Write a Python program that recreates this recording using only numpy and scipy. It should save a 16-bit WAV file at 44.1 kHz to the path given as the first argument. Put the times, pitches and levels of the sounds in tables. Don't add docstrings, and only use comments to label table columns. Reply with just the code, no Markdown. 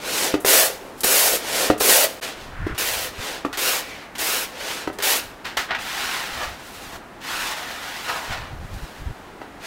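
import sys
import numpy as np
from scipy import signal
from scipy.fft import rfft, irfft
from scipy.io import wavfile
from scipy.ndimage import uniform_filter1d

SR = 44100
rng = np.random.default_rng(int(sys.argv[2]) if len(sys.argv) > 2 else 0)


def materialize(psi):
    bounded = np.clip(np.atleast_2d(psi).T, -1, 1)
    quanta = np.round(bounded * 32767).astype(np.int16)
    wavfile.write(sys.argv[1], SR, quanta)


N = 426006
TIME = np.arange(N) / SR

# (time [s], build-up [s], thinning [s], relative level [dB], treble [dB], drumming [dB])
LANDINGS = [(0.46, 0.057, 0.15, -22, 7, -1), (1.033, 0.13, 0.2, -25, 7.5, -1.5),
            (1.803, 0.15, 0.095, -22.5, 7, 0), (2.778, 0.01, 0.28, -28.5, 1.5, -10.5),
            (3.572, 0.11, 0.11, -25.5, 1.5, -7.5), (4.189, 0.083, 0.17, -27.5, 2, -8.5),
            (5.022, 0.077, 0.089, -24, 2.5, -10)]
SLIDES = [(0.0, 0.22, 0.105, -28, 3, 0), (0.78, 0.041, 0.24, -57, 2.5, 17.5),
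          (1.4, 0.22, 0.092, -27.5, 2.5, 0), (2.214, 0.018, 0.11, -32.5, -4.5, -5),
          (2.33, 0.05, 0.16, -42.5, -9, -3), (3.13, 0.14, 0.14, -33.5, -4.5, -2.5),
          (3.8, 0.087, 0.18, -40.5, -9, -3), (4.52, 0.2, 0.14, -33, -3.5, -4),
          (9.6, 0.066, 0.1, -36.5, -6.5, -8)]
# (time [s], relative level [dB], relative treble [dB], relative drumming [dB])
RAKING_PASSES = [
    [(5.78, -33, -15, -10), (5.828, -32, -9.5, -18), (6.036, -25.5, -11, -25), (6.18, -27.5, -9, -8),
     (6.304, -33.5, -11, -11), (6.434, -30.5, -11.5, 0.5), (6.586, -44.5, -10.5, -8),
     (6.716, -43.5, -3, -13), (6.764, -42, -5, -18), (6.962, -39, -8, 0), (6.98, -50, -4, -11),
     (7.03, -64, -15, 6)],
    [(7.2, -46, -13, -14), (7.27, -30, -10, -12), (7.46, -28, -7.5, -7), (7.64, -33.5, -11.5, -5.5),
     (8.06, -34, -9.5, -12), (8.09, -28, -12, 1), (8.23, -36.5, -7.5, 0), (8.33, -28.5, -16.5, -6),
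     (8.51, -46, -17, 1), (8.59, -56, -6, -3), (8.83, -44, -8, -15), (9.3, -56.5, -10, -2)],
]
# (time [s], relative level [dB], treble [dB], rise [s], fade [s])
CLUMPS = [(0.4, -56.5, 18, 0.0053, 0.029), (0.447, -27, 6.5, 0.003, 0.013), (0.97, -51, 7, 0.016, 0.05),
          (1.005, -41, 16.5, 0.002, 0.0094), (1.041, -30, 19.5, 0.0044, 0.006),
          (1.777, -43, 7, 0.003, 0.017), (1.796, -27, 8.5, 0.0091, 0.0074), (2.214, -46, 4, 0.002, 0.011),
          (2.745, -39, -12, 0.004, 0.055), (3.528, -29, -9.5, 0.001, 0.029),
          (4.151, -36, -6, 0.0031, 0.026), (4.181, -33, 3, 0.0018, 0.013), (4.927, -52, 1, 0.002, 0.04),
          (4.986, -30, -2.5, 0.001, 0.0059), (5.0, -32, -9, 0.002, 0.03), (5.443, -27, -16, 0.013, 0.05),
          (5.569, -19.5, -11, 0.0013, 0.037), (5.683, -27, -42, 0.0123, 0.037),
          (5.706, -18.5, -33, 0.0015, 0.025), (5.747, -23.5, -24, 0.001, 0.023),
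          (6.42, -42, -16, 0.015, 0.04), (8.083, -34, -22, 0.005, 0.042), (8.73, -46, -1, 0.01, 0.03),
          (9.413, -47, -21, 0.006, 0.05)]
# (frequency [Hz], relative level [dB])
LANDING_TICKS = [(150, -28), (300, -9), (500, 3.5), (900, -2), (1200, -3.5), (1600, 0.5), (2500, 0.5),
                 (4000, -1.5), (6000, -3.5), (9000, -6.5), (13000, -6), (16000, -9)]
SLIDING_TICKS = [(150, -28), (500, -19), (900, -1.5), (1200, -4), (1600, 0.5), (2500, 0), (4000, -1),
                 (6000, -3), (9000, -5.5), (13000, -8.5), (16000, -14)]
RAKING_TICKS = [(150, -13), (500, -6), (800, 1.5), (1000, -1.5), (1200, -1.5), (1750, 3), (2300, 0.5),
                (4000, -0.5), (6000, -3), (9000, -4.5), (13000, -7), (16000, -9.5)]
# (frequency [Hz], share [factor])
TREBLE_SHARE = [(1700, 0.011), (3500, 0.2), (6000, 0.62), (10000, 1.14), (15000, 1.01)]
# (frequency [Hz], width [Hz], boost [dB])
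TRAY_COLOUR = [(610, 82, -6), (820, 54, 2.5), (1020, 54, 2), (1460, 140, 2.5), (1880, 89, 2),
               (2460, 120, -0.5), (2900, 290, 1)]
# (time [s], relative level [dB], dull above [Hz], pitch [factor],
# rebound delay [s], frequency the struck spot favours [Hz], its boost [dB])
KNOCKS = [(0.339, -5, 450, 1.03, 0.01, 457, 5), (0.4466, -10, 1500, 1.45, 0.013, 484, 1.5),
          (0.698, -22, 700, 1.32, 0.0043, 520, 6), (1.044, -11.5, 1200, 1.35, 0.004, 480, -3),
          (1.335, -23.5, 600, 1.64, 0.00595, 527, 13.5), (1.6999, -3.5, 1100, 1.04, 0.0093, 620, 13.5),
          (1.8073, -14.5, 1500, 1.5, 0.0095, 905, 11), (2.666, -17, 650, 1.15, 0.031, 340, 7.5),
          (3.448, -12.5, 1600, 0.988, 0.014, 1130, 5.5), (4.8739, -13.5, 1200, 1.08, 0.025, 880, 5),
          (4.989, -23, 3000, 1.38, 0.012, 500, 1), (5.569, -27, 3000, 1.47, 0.0035, 800, 10),
          (9.415, -27, 2030, 1.08, 0.014, 800, 12)]
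# (base frequency [Hz], relative level [dB], time to fade by 60 dB [s])
TRAY_NOTES = [(290, 2, 0.05), (385, 1, 0.03), (520, -1, 0.026), (695, -8, 0.058), (878, -7, 0.043),
              (1183, -3.5, 0.048), (1367, -1, 0.02), (1835, -7, 0.041), (2500, -6, 0.025),
              (2860, -9, 0.019)]
# (peak time [s], half length [s], level [dB], centre [Hz], sharpness [Q])
SWISHES = [(2.595, 0.07, -38.5, 1550, 2), (2.7, 0.045, -35.5, 1520, 1.3), (3.917, 0.094, -42.5, 2190, 3.5),
           (4.07, 0.1, -51, 2000, 4.2)]
# (peak time [s], half length [s], relative level [dB])
GUSTS = [(2.5, 0.11, -40), (2.628, 0.042, -26), (2.725, 0.023, -28), (2.983, 0.14, -43.5),
         (3.193, 0.0093, -28.5), (5.268, 0.027, -43), (6.353, 0.045, -40), (6.48, 0.059, -38),
         (6.792, 0.023, -46), (6.86, 0.025, -42), (6.96, 0.03, -43), (8.305, 0.017, -28),
         (8.404, 0.06, -35.5), (8.543, 0.04, -33), (8.63, 0.038, -31), (8.747, 0.034, -28.5),
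         (8.835, 0.015, -27.5), (9.02, 0.031, -35), (9.087, 0.031, -25.5)]
# (frequency [Hz], relative level [dB])
ROOM_AIR = [(15, -18), (28, 0), (60, -2), (130, -4), (290, 1), (480, -3.5), (750, -1), (1150, -4.5),
            (1860, -8), (2300, -12.5), (5000, -23.5), (15000, -33.5)]


def tossing():
    out = np.zeros(N)
    for start_s, rise_s, fall_s, db, treble_db, drumming_db in LANDINGS:
        rush_db = rush_level(rise_s, fall_s, build_db=5, thin_db=5, curve=1.47, attack_s=0.0015,
                             release_s=0.026, stragglers_db=-7.5, stragglers_s=0.077)
        grains = grain_stream(rush_db, treble_db, drumming_db, LANDING_TICKS, per_s=22000, spread_db=2,
                              drum_hz=423, drum_q=1.56, octaves_per_s=2.75, brighten=0.32, drum_cut=0.065)
        add(out, start_s, from_db(db) * grains)
    for start_s, rise_s, fall_s, db, treble_db, drumming_db in SLIDES:
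        rush_db = rush_level(rise_s, fall_s, build_db=13.5, thin_db=9, curve=2, attack_s=0.00084,
                             release_s=0.033, stragglers_db=-10, stragglers_s=0.04)
        grains = grain_stream(rush_db, treble_db, drumming_db, SLIDING_TICKS, per_s=22000, spread_db=2.5,
                              drum_hz=473, drum_q=1, octaves_per_s=0.24, brighten=0.72, drum_cut=0.05)
        add(out, start_s, from_db(db) * grains)
    return out


def rush_level(rise_s, fall_s, build_db, thin_db, curve, attack_s, release_s, stragglers_db, stragglers_s):
    t = TIME[:round((rise_s + fall_s + 0.4) * SR)]
    building_db = -build_db * np.clip(1 - t / rise_s, 0, 1) ** curve
    thinning_db = -thin_db * np.clip((t - rise_s) / fall_s, 0, 1) ** curve
    after_s = np.maximum(t - rise_s - fall_s, 0)
    stragglers = from_db(stragglers_db) * np.exp(-after_s / stragglers_s)
    settling = np.maximum(np.exp(-after_s / release_s), stragglers)
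    return building_db + thinning_db + 20 * np.log10(np.minimum(t / attack_s, 1) * settling + 1e-9)


def grain_stream(flow_db, treble_db, drumming_db, colour, per_s, spread_db, drum_hz, drum_q,
                 octaves_per_s=0, brighten=0, drum_cut=0):
    t = TIME[:len(flow_db)]
    hz, slice_s, hits = signal.stft(impacts(len(t), per_s, spread_db), SR, nperseg=512)
    hz, slice_s = hz[:, None] + 1, np.maximum(slice_s, slice_s[1])
    vigour_db = np.maximum(flow_db, -35)
    ticks = tick_tone(colour, hz, np.interp(slice_s, t, treble_db + brighten * vigour_db))
    drum_gain = from_db(np.interp(slice_s, t, drumming_db - drum_cut * vigour_db))
    octaves = octaves_per_s * np.interp(slice_s, [0, 0.2, 0.28], [0, 0.2, 0.08])
    drum = resonance(hz, drum_hz * 2 ** octaves, drum_q)
    drum = drum / np.sqrt(np.mean(drum ** 2, axis=0)) * drum_gain
    echo = floor_echo(hz, slice_s, echo_db=-12, delay_s=0.001205, swing=0.403, swings_per_s=1.4)
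    sound = signal.istft(hits * np.hypot(drum, ticks) * echo, SR)[1][:len(t)]
    return sound * surges(len(t), rate_hz=16.5, depth_db=0.92) * from_db(flow_db)


def impacts(size, per_s, spread_db):
    strength = from_db(spread_db * np.minimum(rng.exponential(1, size), 5))
    sign = rng.choice([-1, 1], size)
    is_hit = rng.random(size) < per_s / SR
    return rms_one(strength * sign * is_hit)


def tick_tone(colour, hz, treble_db):
    tray_db = sum(boost_db / (1 + (2 * (hz - centre) / width) ** 2)
                  for centre, width, boost_db in TRAY_COLOUR)
    return from_db(10 + tray_db + at_hz(colour, hz) + at_hz(TREBLE_SHARE, hz) * treble_db)


def surges(size, rate_hz, depth_db):
    wobble = filtered(rng.standard_normal(size + SR), rate_hz, "low")[SR:]
    return from_db(depth_db * rms_one(wobble))


def raking(gain_db, pressing_db, shine_db, attack_s, release_s):
    out = np.zeros(N)
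    for points in RAKING_PASSES:
        times, *columns = np.transpose(points)
        t = np.arange(times[0], times[-1] + 6 * release_s, 1 / SR)
        rustle_db, treble_db, drumming_db = [np.interp(t, times, column) for column in columns]
        fade_in = np.minimum((t - times[0]) / attack_s, 1)
        fade_out = np.exp(-np.maximum(t - times[-1], 0) / release_s)
        grains = grain_stream(rustle_db + gain_db, treble_db + shine_db, drumming_db + pressing_db,
                              RAKING_TICKS, per_s=18000, spread_db=2.5, drum_hz=885, drum_q=0.81)
        add(out, times[0], fade_in * fade_out * grains)
    return out


def clumps(per_s, spread_db):
    out, t = np.zeros(N), TIME[:SR // 3]
    hz = np.fft.rfftfreq(len(t), 1 / SR)
    jolts = [(start_s, db - 24, -9.5, 0.00083, 0.02) for start_s, db, *_ in KNOCKS]
    for start_s, db, treble_db, rise_s, fade_s in CLUMPS + jolts:
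        hits = rfft(impacts(len(t), per_s, spread_db))
        shower = irfft(hits * tick_tone(RAKING_TICKS, hz, treble_db), len(t))
        shape = np.minimum(t / rise_s, 1) * np.exp(-t / fade_s)
        add(out, start_s, from_db(db) * shape * shower)
    return out


def tray_knocks(gain_db, rebound_db):
    out, t = np.zeros(N), TIME[:SR // 3]
    for start_s, db, dull_hz, pitch, rebound_s, spot_hz, boost_db in KNOCKS:
        ring = 0
        for k, (hz, note_db, fade_s) in enumerate(TRAY_NOTES):
            start_db = note_db + boost_db * resonance(hz * pitch, spot_hz, q=3.35)
            note = (-1) ** k * np.sin(2 * np.pi * hz * pitch * t)
            ring = ring + from_db(start_db - 60 * t / fade_s) * note
        knock = from_db(db + gain_db) * filtered(ring, dull_hz, "low", order=1)
        add(out, start_s, knock)
        add(out, start_s + rebound_s, from_db(rebound_db) * knock)
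    return out


def sleeve_swishes():
    out, hz = np.zeros(N), np.fft.rfftfreq(N, 1 / SR) + 1
    friction = rfft(rng.standard_normal(N))
    for peak_s, half_s, db, centre_hz, q in SWISHES:
        rasp = rms_one(irfft(friction * resonance(hz, centre_hz, q), N))
        out += from_db(db) * swell(peak_s, half_s) * rasp
    return out


def air_puffs(low_hz, high_hz, gain_db):
    rumble = filtered(rng.standard_normal(N), high_hz, "low", order=3)
    rumble = filtered(rumble, low_hz, "high", order=1)
    rumble = rumble / np.sqrt(uniform_filter1d(rumble ** 2, size=SR // 16))
    return rumble * sum(from_db(db + gain_db) * swell(peak_s, half_s) for peak_s, half_s, db in GUSTS)


def floor_echo(hz, t, echo_db, delay_s, swing, swings_per_s):
    delay = delay_s * (1 + swing * np.sin(2 * np.pi * (swings_per_s * t + rng.random())))
    bounce = from_db(echo_db) * np.exp(-2j * np.pi * hz * delay)
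    return (1 + bounce) / np.hypot(1, from_db(echo_db))


def room_echo(x, echo_db, fade_s, dull_hz):
    t = TIME[:SR // 2]
    fade = from_db(-60 * t / fade_s)
    noise = filtered(rng.standard_normal(len(t)), dull_hz, "low", order=1)
    tail = noise * fade * (t > 0.005) / np.sqrt(np.sum(fade ** 2))
    return x + from_db(echo_db) * signal.fftconvolve(x, tail)[:N]


def room_air(level_db):
    tone = from_db(at_hz(ROOM_AIR, np.fft.rfftfreq(N, 1 / SR)))
    return from_db(level_db) * rms_one(irfft(rfft(rng.standard_normal(N)) * tone, N))


def resonance(hz, centre_hz, q):
    return 1 / (1 + (q * (hz / centre_hz - centre_hz / hz)) ** 2)


def swell(peak_s, half_s):
    return np.exp(-((TIME - peak_s) / half_s) ** 2)


def from_db(db):
    return 10 ** (np.asarray(db) / 20)


def rms_one(x):
    return x / np.sqrt(np.mean(x ** 2) + 1e-20)


def at_hz(points, hz):
    table_hz, values = np.transpose(points)
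    return np.interp(np.log(hz + 1e-9), np.log(table_hz), values)


def filtered(x, hz, kind, order=2):
    return signal.sosfilt(signal.butter(order, hz, kind, fs=SR, output="sos"), x)


def add(out, start_s, x):
    i = max(round(start_s * SR), 0)
    out[i:i + len(x)] += x[:N - i]


def scene():
    rustle = tossing() + raking(gain_db=-3, pressing_db=3, shine_db=2, attack_s=0.01, release_s=0.03)
    rustle = rustle + clumps(per_s=18000, spread_db=3) + sleeve_swishes()
    mono = room_echo(rustle, echo_db=-9.5, fade_s=0.25, dull_hz=7000)
    knocks = tray_knocks(gain_db=-4, rebound_db=-7.5)
    mono += room_echo(knocks, echo_db=-6.5, fade_s=0.33, dull_hz=4000)
    mono += air_puffs(low_hz=10, high_hz=103, gain_db=-0.5) + room_air(level_db=-41.5)
    return np.stack([mono, mono])


def record(dry):
    gap_from_s, gap_to_s, cutoff_hz = 2.201, 2.212, 15750
    heard = dry * ((TIME < gap_from_s) | (TIME > gap_to_s))
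    return signal.sosfilt(signal.ellip(12, 0.1, 80, cutoff_hz, fs=SR, output="sos"), heard)


dry = scene()
out = record(dry)
materialize(out)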